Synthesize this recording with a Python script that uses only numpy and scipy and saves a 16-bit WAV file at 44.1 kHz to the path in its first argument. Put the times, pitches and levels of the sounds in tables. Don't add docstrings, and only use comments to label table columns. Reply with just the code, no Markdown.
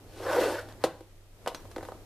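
import sys
import numpy as np
from scipy import signal
from scipy.io import wavfile
from scipy.ndimage import uniform_filter1d

SR = 44100
rng = np.random.default_rng(int(sys.argv[2]) if len(sys.argv) > 2 else 0)


def int16_out(signal):
    q = np.round(np.clip(np.atleast_2d(signal).T, -1, 1) * 32767)
    wavfile.write(sys.argv[1], SR, q.astype(np.int16))


N = 90404
T = np.arange(N) / SR

# (frequency [Hz], level [dB], T60 [s])
BOARD_MODES = [(225, -19, .07), (333, -4, 0.13), (393, 0, 0.042), (505.5, -1.5, 0.047), (549.4, -3, 0.036),
               (628.7, -8.5, 0.059), (769, -5, 0.028), (909, -8.5, 0.033), (1037, -8, 0.03),
               (1223, -9.5, 0.028), (1494, -5, 0.026), (1720, -7.5, 0.018), (1938, -11, 0.023)]
# (frequency [Hz], side level relative to mid [dB])
WIDTH = [(30, -22.5), (130, -18), (300, -30), (700, -24), (1400, -16.5), (2800, -13.5), (5600, -1),
         (10000, 2.5)]
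UPPER_FROM_HZ = 840
NODE_DB, NODE_HZ = 4, 9.2
HISS_SIDE_DB, TREBLE_PAN_DB = -4, [[0.53], [-0.53]]


def amp(db):
    return 10 ** (np.asarray(db) / 20)


def unit_rms(x):
    return x / np.sqrt(np.mean(x ** 2) + 1e-20)


def in_time(rows):
    times, *columns = np.transpose(rows)
    return [np.interp(T, times, column) for column in columns]


def at_hz(spectrum, hz):
    frequencies, db = np.transpose(spectrum)
    return np.interp(np.log(hz), np.log(frequencies), db)


def drift(corner_hz):
    pole = np.exp(-2 * np.pi * corner_hz / SR)
    return unit_rms(signal.lfilter([1], [1, -2 * pole, pole * pole], rng.standard_normal(N + SR))[SR:])


def noise(spectrum, side_db):
    edges = 18 * 2 ** (np.arange(30) / 3 + 1 / 6)
    white, out = rng.standard_normal((2, 2, N)), 0
    for k, (low, high) in enumerate(zip(edges, edges[1:])):
        hz = np.sqrt(low * high)
        if spectrum[0][0] / 2 < hz < spectrum[-1][0] * 2:
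            band = signal.butter(2, [low, high], "band", fs=SR, output="sos")
            mid, side = signal.sosfilt(band, white[k % 2])
            width = amp(min(at_hz(WIDTH, hz) + side_db, 0))
            out = out + amp(at_hz(spectrum, hz)) * (mid + width * side * [[1], [-1]])
    return unit_rms(out)


def decay(t, t60):
    return (t >= 0) * np.exp(-np.log(1000) * np.maximum(t, 0) / t60)


def damped_sine(t, hz, t60):
    return decay(t, t60) * np.sin(2 * np.pi * hz * t)


def resonate(force, hz, t60):
    radius, angle = amp(-60 / (t60 * SR)), 2 * np.pi * hz / SR
    return signal.lfilter([0, np.sin(angle)], [1, -2 * radius * np.cos(angle), radius ** 2], force + 1e-18)


def background():
    # (frequency [Hz], relative density [dB])
    floor_spectrum = [(130, -0.5), (220, -3.5), (340, 0.5), (550, -2.5), (850, -11.5), (2000, -14),
                      (4000, -17.5), (14000, -22.5)]
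    rumble_spectrum = [(20, 18.5), (31, -2), (45, -3.5), (62, -36), (80, 3.5), (130, -34), (250, -60)]
    # (time [s], level [dB])
    hum_envelope = [(0.0, -57), (0.25, -50.5), (0.85, -51.5), (0.88, -58), (1.6, -60.5), (1.67, -47),
                    (1.75, -62), (1.79, -55), (2.05, -54.5)]
    hum_db, = in_time(hum_envelope)
    hum_hz = 100.5 + 2.14 * drift(3.6)
    hum = np.sqrt(2) * np.sin(2 * np.pi * np.cumsum(hum_hz) / SR)
    hiss = amp(-62) * noise(floor_spectrum, side_db=14)
    rumble = amp(-57) * noise(rumble_spectrum, side_db=10)
    return hiss + rumble + amp(hum_db - 0.5 + 0.5 * drift(1.7)) * hum


def room(x):
    # (frequency [Hz], relative density [dB])
    spectrum = [(150, 9.5), (400, -3.5), (1000, 6), (2000, 3), (5000, -3.5), (14000, -7.5)]
    tail = (noise(spectrum, side_db=0.5) * decay(T - 0.016, t60=0.38))[:, :SR // 2]
    tail = tail / np.sqrt(np.sum(tail ** 2) / 2)
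    return amp(-17.5) * signal.fftconvolve(x, tail, axes=1)[:, :N]


def rustle():
    # (time [s], level [dB])
    envelope = [(0, -54), (.3, -52.5), (.7, -51.5), (.82, -53), (.9, -61), (1.0, -57), (1.1, -64),
                (1.27, -70.5), (1.43, -52.5), (1.62, -50), (1.74, -53), (1.85, -47), (1.96, -52.5),
                (2.05, -53.5)]
    # (frequency [Hz], relative density [dB])
    spectrum = [(30, 4.5), (60, 6.5), (130, -3), (200, -4), (320, 1), (600, -4.5), (1200, -16), (2500, -23),
                (6000, -26), (14000, -28.5)]
    level_db, = in_time(envelope)
    return amp(level_db + 0.77 * drift(23)) * noise(spectrum, side_db=12.5)


def pings():
    # (time [s], frequency [Hz], level [dB], T60 [s])
    partials = [(1.476, 2950, -31.5, 0.028), (1.547, 5750, -51, .2), (1.547, 6300, -44, 0.069),
                (1.547, 3780, -47, 0.027)]
    return sum(amp(db) * damped_sine(T - s, hz, t60) for s, hz, db, t60 in partials)


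def disperse(x):
    for hz in (495, 1190):
        _, denominator = signal.iirpeak(hz, Q=1.03, fs=SR)
        x = signal.lfilter(denominator[::-1], denominator, x)
    return x


def blow(centre_hz):
    t, rings = T[:SR // 4], 0
    for hz, db, t60 in BOARD_MODES:
        scatter_db = 1.5 * rng.standard_normal()
        off_centre_db = 2.5 * np.log2(hz / centre_hz) ** 2
        rings = rings + amp(db + scatter_db - off_centre_db) * damped_sine(t, hz, t60)
    grating = amp(-28.5) * rng.standard_normal(len(t)) * decay(t, t60=0.045)
    contact = signal.butter(2, [centre_hz / 1.636, centre_hz * 1.636], "band", fs=SR, output="sos")
    return signal.sosfilt(contact, rings + signal.fftconvolve(rings, grating)[:len(t)])


def crack_envelope(s, db):
    return amp(db) * (decay(T - s, t60=0.014) + amp(-8) * decay(T - s, t60=0.11))


def taps():
    # (time [s], thud level [dB], thud centre [Hz], crack level [dB])
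    blows = [(.203, -37.5, 590, -66), (.419, -31, 520, -44), (0.687, -54, 690, -49.5),
             (.724, -44, 750, -52), (0.8388, -15, 767, -24.5), (.8425, -21, 476, -29.5),
             (1.007, -42.5, 530, -53.5), (1.4612, -29, 970, -43), (1.4717, -20, 840, -51),
             (1.476, -39, 900, -30), (1.482, -27.5, 810, -47), (1.517, -39.5, 820, -61),
             (1.653, -41.5, 756, -58), (1.762, -33.5, 1100, -42.5), (1.765, -31, 514, -60),
             (1.7812, -36.5, 1260, -49.5), (1.783, -34, 484, -68), (1.8084, -37.5, 1180, -66),
             (1.828, -36, 820, -50), (1.832, -40, 1330, -54), (1.8509, -35, 820, -49),
             (1.8864, -35, 810, -53), (1.9196, -33.5, 820, -54.5)]
    # (time [s], crack level [dB])
    ticks = [(1.547, -34), (1.714, -45)]
    # (frequency [Hz], relative density [dB])
    spectrum = [(600, 10), (1500, 2.5), (2500, -0.5), (3900, 2), (6000, -6.5), (9000, -8.5), (12000, -11.5),
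                (14000, -39)]
    thuds = sum(amp(db) * np.pad(blow(hz), (int(s * SR), N))[:N] for s, db, hz, _ in blows)
    envelope = sum(crack_envelope(s, db) for s, *_, db in blows + ticks)
    cracks = envelope * noise(spectrum, side_db=-4.5) * amp(TREBLE_PAN_DB)
    thump = amp(-35) * damped_sine(T - 0.84, hz=165, t60=0.064)
    return thump + disperse(thuds) + cracks


def radiate(x):
    return signal.sosfilt(signal.butter(2, 270, "high", fs=SR, output="sos"), x)


def chatter():
    # (time [s], duration [s], slip rate [Hz], level [dB])
    runs = [(0.36, 0.034, 475, -26), (0.408, 0.013, 520, -25.5)]
    jitter, out = 0.07, 0
    for s, duration, rate_hz, level_db in runs:
        cycles = np.cumsum(rate_hz * (1 + jitter * drift(rate_hz / 2))) / SR
        slips = np.diff(np.floor(cycles), prepend=0) * (T > s) * (T < s + duration)
        groan = sum(amp(db) * resonate(slips, hz, t60) for hz, db, t60 in BOARD_MODES if hz < UPPER_FROM_HZ)
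        out = out + amp(level_db) * unit_rms(radiate(groan)) * np.sqrt(duration / T[-1])
    return out


def card():
    # (frequency [Hz], bandwidth [Hz], level [dB])
    modes = [(1670, 62, -13), (2650, 350, 1.5), (3590, 160, -1.5), (4380, 150, 4), (5450, 260, 0),
             (9000, 1100, -2), (11900, 360, -0.5)]
    out = 0
    for hz, bandwidth_hz, db in modes:
        mid, side = resonate(rng.standard_normal((2, N)), hz, t60=np.log(1000) / (np.pi * bandwidth_hz))
        motion = mid + amp(at_hz(WIDTH, hz) + HISS_SIDE_DB) * side * [[1], [-1]]
        out = out + amp(db + NODE_DB * drift(NODE_HZ)) * unit_rms(np.gradient(motion, axis=1))
    return unit_rms(out)


def steady(x):
    return x / np.sqrt(np.abs(uniform_filter1d(x ** 2, size=1300)) + 1e-12)


def scrape():
    # (time [s], low-mode level [dB], upper-mode level [dB], hiss level [dB])
    stroke = [(0.0, -63, -59, -80), (0.02, -72, -87, -78), (0.066, -64, -76, -76),
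              (0.142, -56.5, -63.5, -56), (0.284, -29, -34, -45), (0.33, -30.5, -30.5, -39),
              (0.382, -22.5, -35, -42), (0.404, -30, -41, -36.5), (0.42, -26, -32.5, -36.5),
              (0.464, -26.5, -37, -38), (0.596, -40, -38.5, -49), (0.662, -52.5, -75, -64),
              (0.712, -52.5, -53, -59.5), (0.784, -70, -75, -92), (0.82, -72, -51.5, -57.5)]
    # (time [s], frequency [Hz])
    travel = [(.2, 535), (.3, 430), (.37, 540), (.43, 467), (.49, 400), (.54, 436), (.6, 573)]
    # (frequency [Hz], relative density [dB])
    hiss_spectrum = [(1200, -25), (2200, 0.5), (2700, 0.5), (3400, 1), (4400, -2.5), (6500, -6.5),
                     (10500, -9), (12000, -12.5), (14000, -19)]
    slips_per_s, lift_db_per_s = 1500, 111
    low_db, upper_db, hiss_db = in_time(stroke) - lift_db_per_s * np.maximum(T - stroke[-1][0], 0)
    slips = (rng.random(N) < slips_per_s / SR) * amp(2.5 * np.minimum(rng.exponential(1, N), 4))
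    favoured_hz, = in_time(travel)
    low, upper = 0, 0
    for hz, db, t60 in BOARD_MODES:
        mode = amp(db + NODE_DB * drift(NODE_HZ)) * resonate(slips * rng.standard_normal(N), hz, t60)
        if hz < UPPER_FROM_HZ:
            low = low + amp(-11 * np.log2(hz / favoured_hz) ** 2) * mode
        else:
            upper = upper + mode
    low = amp(low_db - 0.5) * steady(radiate(radiate(radiate(low))))
    upper = amp(upper_db - 1) * steady(radiate(upper))
    grain_db = drift(53)
    paper = noise(hiss_spectrum, side_db=HISS_SIDE_DB) + amp(-2) * card()
    return low + upper + amp(hiss_db - 3 + grain_db) * paper * amp(TREBLE_PAN_DB)


def scene():
    board = scrape() + chatter() + taps() + pings()
    return board + room(board) + rustle() + background()


def record(dry):
    ceiling = amp(-10)
    low_pass = signal.ellip(10, .2, 70, 14300, fs=SR, output="sos")
    return signal.sosfilt(low_pass, ceiling * np.tanh(dry / ceiling))


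dry = scene()
out = record(dry)
int16_out(out)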